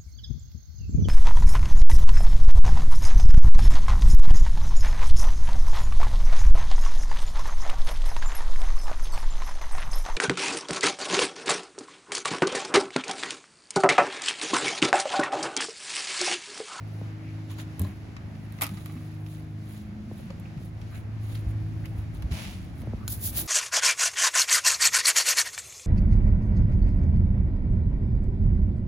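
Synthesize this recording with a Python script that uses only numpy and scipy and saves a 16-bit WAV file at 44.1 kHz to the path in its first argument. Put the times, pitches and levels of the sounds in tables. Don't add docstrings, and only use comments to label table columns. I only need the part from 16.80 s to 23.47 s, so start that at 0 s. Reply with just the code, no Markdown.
import sys
import numpy as np
from scipy import signal
from scipy.fft import rfft, irfft
from scipy.io import wavfile

SR = 44100
rng = np.random.default_rng(int(sys.argv[2]) if len(sys.argv) > 2 else 0)


def store_wav(level_fs):
    pcm = np.round(np.clip(np.atleast_2d(level_fs), -1, 1) * 32767)
    wavfile.write(sys.argv[1], SR, pcm.T.astype(np.int16))


N = 294147
TIME = np.arange(N) / SR
FREQS = np.maximum(np.arange(N // 2 + 1) * SR / N, 1)


def from_db(db):
    return 10 ** (np.asarray(db) / 20)


def rms_one(x):
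    return x / np.sqrt(np.mean(x ** 2) + 1e-20)


def in_time(rows):
    s, value = np.transpose(rows)
    return np.interp(TIME, s, value)


def per_bin(points):
    hz, value = np.transpose(points)
    return np.interp(np.log(FREQS), np.log(hz), value)


def drift(rate):
    knots = rng.standard_normal(2000)
    return np.interp(TIME * rate, np.arange(2000), knots)


# f/Hz, likeness (1 = the same)
PORT_LIKENESS = [(60, 0.91), (150, 0.64), (300, 0.32), (600, 0.54), (1200, 0.0074), (2500, 0.1),
                 (5000, 0.039), (7800, 1), (16000, 1)]


def colour(pair, spectrum):
    mid, side = rfft(pair) * from_db(per_bin(spectrum))
    alike = np.clip(per_bin(PORT_LIKENESS), -1, 1)
    shared = np.sqrt(1 + alike) * mid
    opposed = np.sqrt(1 - alike) * side * [[1], [-1]]
    return rms_one(irfft(shared + opposed, N))


def noise(spectrum):
    return colour(rng.standard_normal((2, N)), spectrum)


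def grains(per_s):
    born = rng.random(N) < per_s / SR
    return born * rng.standard_normal((2, N))


def strikes(times, gains):
    out = np.zeros(N)
    out[np.round(np.asarray(times) * SR).astype(int)] = gains
    return out


def ring(clicks, hz, t60):
    r = from_db(-60 / (t60 * SR))
    w = 2 * np.pi * hz / SR
    return signal.lfilter([0, np.sin(w)], [1, -2 * r * np.cos(w), r * r], clicks + 1e-18)


def fade(clicks, t60):
    return signal.lfilter([1], [1, -from_db(-60 / (t60 * SR))], clicks + 1e-18)


def low_rings(rows, t60):
    return sum(ring(strikes([s], from_db(db)), hz, t60) for s, db, hz in rows)


def soften(x, low_hz=42, soft_hz=420):
    return signal.sosfilt(signal.butter(2, [low_hz, soft_hz], "band", fs=SR, output="sos"), x)


def slides(rows, skirt, flatness):
    hiss, rasp = np.zeros(N), np.zeros(N)
    for s, rise, fall, hiss_db, rasp_db in rows:
        away = np.abs(TIME - s) / np.where(TIME < s, rise, fall)
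        power = (1 + skirt * away ** flatness) ** (-1 / skirt)
        hiss += from_db(hiss_db) ** 2 * power
        rasp += from_db(rasp_db) ** 2 * power
    return np.sqrt(hiss), np.sqrt(rasp)


def glides(rows, width):
    out = np.zeros((2, N + SR))
    t = TIME[:SR] - TIME[SR // 2]
    for s, half, db, hz, rise in rows:
        lowpass = signal.butter(2, width * hz / 2, fs=SR, output="sos")
        slip = rms_one(signal.sosfilt(lowpass, rng.standard_normal((3, SR))))
        carrier = np.sin(2 * np.pi * hz * (t + rise * t * t / half / 2))
        band = slip * carrier * np.exp(-(t / half) ** 2 / 2)
        start = round(s * SR)
        out[:, start:start + SR] += from_db(db) * (band[0] + band[1:])
    return out[:, SR // 2:SR // 2 + N]


def struck(hits, modes):
    s, hit_db = np.transpose(hits)
    uneven = from_db(rng.normal(0, 0.74, (len(modes), 2, len(s))))
    out = np.zeros((2, N))
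    for (hz, db, t60), ports in zip(modes, uneven):
        for side, port in enumerate(ports):
            out[side] += ring(strikes(s, from_db(hit_db + db) * port), hz, t60)
    return out


# f/Hz, relative level/dB per Hz
CRACK_SPECTRUM = [(300, -22), (900, -46), (2200, -9), (3300, 1), (5000, -9), (7300, 1), (8500, 10.5),
                  (10500, 4.5), (12000, 9.5), (13500, 9.5), (15000, 7.5), (16000, -33)]
# f/Hz, relative level/dB per Hz
DULL_SPECTRUM = [(150, -7), (400, -10), (800, 2), (1200, 2.5), (1600, -4), (2200, 3.5), (3200, -3.5),
                 (5000, -5), (7000, -12), (15000, -36)]


def contacts(rows, crack_t60, dull_t60, snap_db=12, burst_t60=0.005, burst_db=-3,
             rattle_t60=0.085, rattle_db=-19, crack_db=-7):
    s, bright_db, dull_db = np.transpose(rows)
    hits = strikes(s, from_db(bright_db))
    shape = from_db(per_bin(CRACK_SPECTRUM))
    snap = from_db(snap_db) * irfft(rfft(hits) * shape / shape.mean(), N)
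    bright = from_db(burst_db) * fade(hits, burst_t60)
    bright += from_db(crack_db) * fade(hits, crack_t60)
    bright += from_db(rattle_db) * fade(hits, rattle_t60)
    dull = fade(strikes(s, from_db(dull_db)), dull_t60)
    return snap + noise(CRACK_SPECTRUM) * bright + noise(DULL_SPECTRUM) * dull


# f/Hz, relative level/dB per Hz
WASH_SPECTRUM = [(30, -22), (110, 10), (220, 13), (330, 8.5), (430, 3.5), (700, 5), (1000, -0.5),
                 (2200, -2), (3200, -10), (5000, -13), (7500, -19.5), (9000, -21.5), (12000, -25.5),
                 (16000, -30)]
# t/s, level/dB
WASH_COURSE = [(0, -49.5), (1.6, -49.5), (2.4, -51.5), (3.3, -52), (4.3, -50), (6.0, -51), (6.45, -47),
               (6.67, -47.5)]


def neighbourhood(waver_db=1.0, mottle_db=1.5, split_low_hz=800, split_high_hz=2800):
    wash = noise(WASH_SPECTRUM)
    lows = signal.sosfiltfilt(signal.butter(2, split_low_hz, fs=SR, output="sos"), wash)
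    below_highs = signal.sosfiltfilt(signal.butter(2, split_high_hz, fs=SR, output="sos"), wash)
    bands = (lows, below_highs - lows, wash - below_highs)
    mottled = sum(band * from_db(mottle_db * drift(12)) for band in bands)
    return from_db(in_time(WASH_COURSE) + waver_db * drift(10)) * mottled


# t/s, half length/s, level/dB, centre f/Hz, rise per half length as a share of the centre
LOW_TONES = [(3.35, .13, -48, 232.7, -0.025), (3.45, 0.45, -44.5, 184.7, -0.015),
             (5.72, 0.121, -39.5, 191.5, -.06), (5.76, .05, -51, 306, -0.0041),
             (5.98, 0.065, -50, 259, 0.025), (6.13, 0.072, -42.5, 232, -0.00075)]


def low_swells():
    return glides(LOW_TONES, width=0.086).mean(axis=0)


# t/s, turns per second
TURN_RATE = [(0, 52.9), (.4, 52.94), (1.0, 52.34), (1.7, 52.28), (2.05, 51.96), (2.55, 52.01), (3.1, 52.73),
             (3.5, 53.39), (5.1, 53.41), (5.8, 52.39), (6.67, 52.64)]
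# t/s, level/dB
SECOND_ORDER_HUM = [(0, -38), (.2, -35.5), (.8, -39), (1.4, -42.5), (2.85, -38), (3.35, -45), (3.7, -43.5),
                    (4.05, -40.5), (4.4, -32.5), (5.05, -32.5), (5.75, -52), (6.25, -38), (6.67, -43.5)]
THIRD_ORDER_HUM = [(0, -47), (.25, -46), (.95, -47), (1.22, -55), (1.6, -46.5), (2.45, -41), (2.85, -45.5),
                   (3.15, -61), (3.7, -44.5), (4.4, -58), (4.85, -42.5), (5.4, -48), (5.8, -50.5),
                   (6.67, -65)]
FOURTH_ORDER_HUM = [(0, -66), (.6, -72), (1.6, -48), (2.4, -63), (2.85, -46.5), (3.2, -41.5), (3.9, -56.5),
                    (4.45, -51.5), (4.8, -68), (6.25, -48), (6.67, -53.5)]
FIFTH_ORDER_HUM = [(0, -54.5), (.6, -51.5), (1.2, -56), (1.6, -52), (2.3, -64), (2.7, -54), (3.4, -62.5),
                   (4.2, -60.5), (4.8, -53), (5.4, -56.5), (6.67, -59)]
SIXTH_ORDER_HUM = [(0, -64), (.3, -50), (.8, -47.5), (1.3, -58.5), (1.75, -60), (1.98, -50.5), (2.45, -48),
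                   (3.1, -54.5), (3.5, -61.5), (3.85, -55), (4.3, -67.5), (4.65, -49), (5.05, -51),
                   (5.5, -55), (6.35, -61.5), (6.6, -50)]
# multiple of the turning rate, level/dB
WEAK_ORDERS = [(1.5, -59), (2.5, -54.5), (3.5, -57), (4.5, -60.5), (5.5, -64), (6.5, -62.5), (7, -72),
               (8, -71.5)]


def engine(hum_waver_db=1.0, waver_db=2.3, wobble=0.043, smear=1.0):
    turn = 2 * np.pi * np.cumsum(in_time(TURN_RATE)) / SR
    courses = [(2, SECOND_ORDER_HUM), (3, THIRD_ORDER_HUM), (4, FOURTH_ORDER_HUM),
               (5, FIFTH_ORDER_HUM), (6, SIXTH_ORDER_HUM)]
    orders = [(k, in_time(course) + hum_waver_db * drift(9)) for k, course in courses]
    orders += [(k, db + waver_db * drift(2.52)) for k, db in WEAK_ORDERS]
    hum = np.zeros(N)
    for k, db in orders:
        hum += from_db(db) * np.sin(k * turn + smear * rng.normal() + wobble * drift(25))
    return np.sqrt(2) * hum


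def yard(x, t60=0.13, wet_db=-17, dull_hz=5000):
    t = TIME[:SR // 2]
    scatter = rng.standard_normal((2, len(t))) * from_db(-60 * t / t60) * (t > .006)
    scatter = signal.sosfilt(signal.butter(1, dull_hz, fs=SR, output="sos"), scatter)
    echo = rms_one(scatter) / np.sqrt(len(t))
    return from_db(wet_db) * signal.fftconvolve(x, echo, axes=1)[:, :N]


# f/Hz, relative level/dB per Hz
WIND_SPECTRUM = [(20, -27), (35, -18), (50, 0.5), (65, -1.5), (90, 3.5), (130, -1.5), (200, -14),
                 (300, -18.5), (500, -35.5), (1000, -101)]
# t/s, level/dB before a small lift
WIND_COURSE = [(0, -49), (1.2, -44.5), (2.3, -47), (2.75, -46.5), (3.2, -45.5), (4.3, -41), (4.65, -37.5),
               (5.45, -37), (5.85, -40.5), (6.15, -38.5), (6.67, -40)]


def wind(lift_db=1.0, lump_db=0.36):
    return from_db(in_time(WIND_COURSE) + lift_db + lump_db * drift(7.3)) * noise(WIND_SPECTRUM)


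# t/s, level/dB
CASE_TAPS = [(0.2138, -35), (3.3134, -36.5), (3.399, -45), (3.815, -42.5), (6.034, -40), (6.072, -33.5),
             (6.134, -30.5)]


def taps(start_hz=1000, end_hz=130, glide_s=0.00307, decay_s=0.018, attack_s=0.0011):
    t = TIME[:SR // 10]
    hz = end_hz + (start_hz - end_hz) * np.exp(-t / glide_s)
    envelope = np.exp(-t / decay_s) * (1 - np.exp(-t / attack_s))
    chirp = np.sin(2 * np.pi * np.cumsum(hz) / SR) * envelope
    s, db = np.transpose(CASE_TAPS)
    return signal.fftconvolve(strikes(s, from_db(db)), chirp / np.abs(chirp).max())[:N]


# t/s, level/dB before softening, f/Hz
LOW_THUMPS = [(3.03, -29, 81), (3.315, -32, 137), (3.325, -39, 62), (3.767, -27.5, 138), (4.665, -15, 56),
              (5.18, -23, 74), (5.442, -15.5, 64), (5.514, -14.5, 67.5), (5.522, -24.5, 160),
              (6.077, -25, 116), (6.144, -22.5, 55)]


def thumps():
    return soften(low_rings(LOW_THUMPS, t60=0.12))


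DRAG_S, DRAG_ATTACK_S, DRAG_HOLD_S, DRAG_RELEASE_DB_PER_S = 5.506, .012, 0.13, 80


def drag():
    after = TIME - DRAG_S
    release = from_db(-DRAG_RELEASE_DB_PER_S * np.maximum(after - DRAG_HOLD_S, 0))
    return np.clip(after / DRAG_ATTACK_S, 0, 1) * release


# f/Hz, relative level/dB per Hz
SCRAPE_SPECTRUM = [(200, -24), (600, 1.5), (1100, -2.5), (1600, -3), (2400, 2), (3400, -1), (5000, -5.5),
                   (7200, -9), (9000, -9), (12000, -16), (16000, -33)]


def scrape(bumps_per_s=6000, rasp_db=-42.5):
    return from_db(rasp_db) * drag() * colour(grains(bumps_per_s), SCRAPE_SPECTRUM)


# t/s, half length/s, level/dB, centre f/Hz, rise per half length as a share of the centre
BRICK_RUBS = [(0.476, 0.054, -58, 2276, 0.029), (0.715, 0.012, -57, 1056, 0.087),
              (0.794, 0.0064, -47, 1450, 0.17), (1.09, 0.03, -57, 2190, 0.012),
              (3.41, 0.008, -49, 480, -0.02), (3.507, 0.0029, -51, 1080, 0.11),
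              (3.507, 0.0046, -45.5, 537, 0.011), (3.659, 0.0034, -53, 2540, 0.0011),
              (4.14, 0.02, -56, 1400, 0.02), (4.16, 0.028, -56, 2200, 0.02),
              (4.554, 0.0049, -46.5, 3710, 0.105), (5.053, 0.0072, -47, 2264, 0.17),
              (5.645, 0.038, -51, 2475, 0.016), (6.225, 0.0235, -53, 1198, 0.081)]


def rubs():
    return glides(BRICK_RUBS, width=0.34)


# t/s, relative crack level/dB, dull level/dB
GRIT_TICKS = [(0.786, -54, -44), (2.464, -57, -48), (3.504, -62, -45), (3.775, -64, -52), (3.599, -52, -65),
              (4.015, -65, -47), (4.553, -48, -43), (5.057, -48, -43.5), (5.423, -48, -43),
              (6.018, -51, -52), (6.279, -28.5, -49)]


def ticks(t60=.04):
    return contacts(GRIT_TICKS, crack_t60=t60, dull_t60=t60, snap_db=14)


# t/s at full speed, rise/s, hiss level/dB
SOLE_SCUFFS = [(0.715, 0.012, -54), (0.799, 0.015, -53), (1.045, 0.037, -56.5), (1.95, 0.13, -56.5),
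               (2.22, 0.034, -62.5), (2.52, 0.038, -56.5), (2.93, 0.044, -56.5), (3.395, 0.032, -58),
               (3.84, 0.024, -58.5), (4.155, 0.025, -56.5), (4.44, 0.013, -59), (4.53, 0.04, -55.5),
               (4.70, 0.015, -59), (5.075, 0.03, -62.5), (5.19, 0.013, -58.5), (5.36, 0.014, -56.5),
               (5.995, 0.016, -58.5)]
# f/Hz, relative level/dB per Hz
SAND_SPECTRUM = [(1000, -1.5), (3000, -21), (7300, -15.5), (8700, -1.5), (11000, -5), (13000, -5.5),
                 (16000, -8)]
# f/Hz, relative level/dB per Hz
BRICK_SPECTRUM = [(200, -53), (600, 4.5), (1100, -2), (1600, 1), (2400, 1.5), (3900, 3), (5300, -8.5),
                  (7200, 0), (9000, -37), (15000, -28)]
SCUFF_FALL_RATIO = 1.31
LIGHT_SCUFF_DB, LIGHT_RASP_DB, RASP_GROWTH = -56.5, -59, 3.1


def boots(grit_per_s=8000, bumps_per_s=3500, judder_db=2.5, pan_db=0.1,
          shuffle_db=-75, shuffle_swing_db=3, drag_hiss_db=-53):
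    scuffs = []
    for s, rise, hiss_db in SOLE_SCUFFS:
        rasp_db = LIGHT_RASP_DB + RASP_GROWTH * (hiss_db - LIGHT_SCUFF_DB)
        scuffs.append((s, rise, SCUFF_FALL_RATIO * rise, hiss_db, rasp_db))
    hiss, rasp = slides(scuffs, skirt=0.49, flatness=2.5)
    shuffle = from_db(shuffle_db + shuffle_swing_db * drift(7.2))
    hiss = np.hypot(hiss, shuffle + from_db(drag_hiss_db) * drag())
    sand = hiss * colour(grains(grit_per_s), SAND_SPECTRUM) * from_db(judder_db * drift(120))
    brick = rasp * colour(grains(bumps_per_s), BRICK_SPECTRUM) * from_db(judder_db * drift(90))
    return sand + brick * from_db([[pan_db], [-pan_db]])


# t/s, level/dB before softening, f/Hz
LIQUID_GULPS = [(1.825, -35, 288), (1.916, -30, 191.3), (2.13, -36.5, 183), (2.155, -33.5, 246.4)]


def slosh():
    return soften(low_rings(LIQUID_GULPS, t60=0.22))


# t/s, relative level/dB
LANDINGS = [(1.000, -26), (1.0117, -20.5), (1.0328, -33), (1.088, -31.5)]
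# f/Hz, relative level/dB, t60/s
BOOM_MODES = [(96.4, 2, 0.15), (130, -4.5, 0.17), (194, -5, 0.2), (242, -20, .12), (282, -14, 0.23),
              (369, -16.5, 0.22)]


def landing():
    s, landing_db = np.transpose(LANDINGS)
    return soften(sum(ring(strikes(s, from_db(landing_db + db)), hz, t60) for hz, db, t60 in BOOM_MODES))


# t/s, relative level/dB
RIM_HITS = [(0.995, -43.5), (1.006, -45), (1.017, -44), (1.049, -39.5), (1.07, -50)]
# f/Hz, relative level/dB, t60/s
RIM_MODES = [(410, -3, .05), (606, -1, 0.039), (800, -8, 0.05), (1033, -1, 0.044), (1660, -8, 0.041),
             (4040, -5, 0.015)]


def rim():
    return struck(RIM_HITS, RIM_MODES)


def chatter(start_s=1.823, gap_s=0.0065, loss_db_per_s=232, crack_db=-49, body_db=-35,
            count=9, jitter_s=0.0008, uneven_db=2):
    early, force = rng.standard_normal((count, 2)).T
    after = gap_s * np.arange(count) + jitter_s * early
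    loss_db = loss_db_per_s * after + uneven_db * force
    return np.transpose([start_s + after, crack_db - loss_db, body_db - loss_db])


def spout(pull_s=2.08, half_s=.08, level_db=-51, slips_per_s=70):
    pull = np.exp(-((TIME - pull_s) / half_s) ** 2 / 2)
    return grains(slips_per_s)[0] * from_db(level_db) * pull


# t/s, relative crack level/dB, plastic body level/dB
BUCKET_KNOCKS = [(0.9950, -30.5, -46), (1.0178, -33, -52), (1.366, -66, -41), (1.553, -72, -53),
                 (1.7234, -47, -53), (1.787, -65.5, -45.5), (1.811, -33, -32), (1.8135, -40, -38.5),
                 (1.817, -29, -39), (1.8198, -19, -30.5), (1.8255, -29, -32), (1.8353, -27, -42),
                 (1.841, -35, -37), (1.8665, -35.5, -40.5), (1.892, -46, -44), (1.972, -65, -44),
                 (2.0595, -41.5, -44)]
# f/Hz, relative level/dB, t60/s
WALL_MODES = [(650, -5, .06), (836, 0, 0.072), (1154, 4, .06), (1215, 9, .06), (1320, 4, .04),
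              (1650, -1, 0.056), (1992, 5, 0.044), (2130, 5, .06), (2240, 5, 0.051), (2590, 2, .09),
              (2920, -1, .04), (3900, -1, 0.063), (4840, -8, 0.058), (5450, -15, .09)]


def knocks(ring_db=-14.5, wall_flex=.025):
    rows = np.vstack([BUCKET_KNOCKS, chatter()])
    out = contacts(rows, crack_t60=0.024, dull_t60=0.03, snap_db=13.5)
    hz, db, t60 = np.transpose(WALL_MODES)
    t = TIME[:SR // 4, None]
    decay = np.exp(-np.log(1000) * t / t60)
    for s, _, body_db in rows:
        pitches = hz * (1 + wall_flex * rng.standard_normal(len(hz)))
        tones = np.sin(2 * np.pi * pitches * t) * decay
        uneven = from_db(rng.normal(0, 2.5, (2, len(hz)))) * rng.choice([-1, 1], (2, len(hz)))
        start = round(s * SR)
        out[:, start:start + len(t)] += (uneven * from_db(body_db + db + ring_db)) @ tones.T
    slips = spout()
    creak = sum(from_db(level + ring_db) * ring(slips, pitch, t60) for pitch, level, t60 in WALL_MODES)
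    return out + creak


# t/s, relative level/dB
HEAD_LANDINGS = [(6.279, -33), (6.2812, -37)]
# f/Hz, relative level/dB, t60/s
HEAD_MODES = [(1530, -4.5, 0.034), (2630, -13, .009), (3350, -8, 0.011), (4180, -2.5, 0.021),
              (5100, -1, 0.013), (7000, 7, 0.011)]


def brush_head():
    return struck(HEAD_LANDINGS, HEAD_MODES)


# t/s at full speed, bristle hiss level/dB, brick rasp level/dB
BRUSH_STROKES = [(6.318, -33, -59), (6.46, -29, -49.5), (6.587, -28, -40.5), (6.716, -28, -59)]
# f/Hz, relative level/dB per Hz
BRISTLE_SPECTRUM = [(1000, -65), (3500, -9), (6000, -9), (7500, -5.5), (9500, -0.5), (12500, 1.5),
                    (14800, 4), (16000, -7)]


def brush(flicks_per_s=22000, bumps_per_s=2600, chatter_db=1.8, judder_db=2.5,
          rise_s=0.024, fall_s=0.025, lands_s=6.279, early_db=-14):
    strokes = [(s, rise_s, fall_s, hiss_db, rasp_db) for s, hiss_db, rasp_db in BRUSH_STROKES]
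    hiss, rasp = slides(strokes, skirt=0.59, flatness=3.27)
    hiss = hiss * np.where(TIME < lands_s, from_db(early_db), 1)
    tips = hiss * colour(grains(flicks_per_s), BRISTLE_SPECTRUM) * from_db(chatter_db * drift(240))
    brick = rasp * colour(grains(bumps_per_s), BRICK_SPECTRUM) * from_db(judder_db * drift(220))
    return tips + brick


def scene():
    far = neighbourhood() + low_swells() + engine()
    microphone = wind() + taps()
    feet = boots() + scrape() + rubs() + ticks()
    bucket = knocks() + rim()
    near = feet + bucket + brush() + brush_head()
    heavy = thumps() + slosh() + landing()
    return far + microphone + heavy + near + yard(near)


# f/Hz, left's lead/rad
PHASE_LEAD = [(10, 0), (4500, 0), (6800, -.8), (8400, -3.14), (11000, -6.3), (13500, -9.4), (16000, -12.6)]
# f/Hz, left over right/dB
LEFT_OVER_RIGHT = [(300, 0), (700, 1.5), (1300, 0.6), (2400, 0), (4400, -3.5), (7500, -0.5)]


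def record(dry, cutoff_hz=15900, opening_s=.006):
    phase = np.interp(FREQS, *np.transpose(PHASE_LEAD))
    sides = np.array([[.5], [-.5]])
    response = np.exp(1j * phase * sides) * from_db(per_bin(LEFT_OVER_RIGHT) * sides)
    ports = irfft(rfft(dry) * response, N) * np.minimum(TIME / opening_s, 1)
    return signal.sosfilt(signal.ellip(10, .2, 80, cutoff_hz, fs=SR, output="sos"), ports)


dry = scene()
out = record(dry)
store_wav(out)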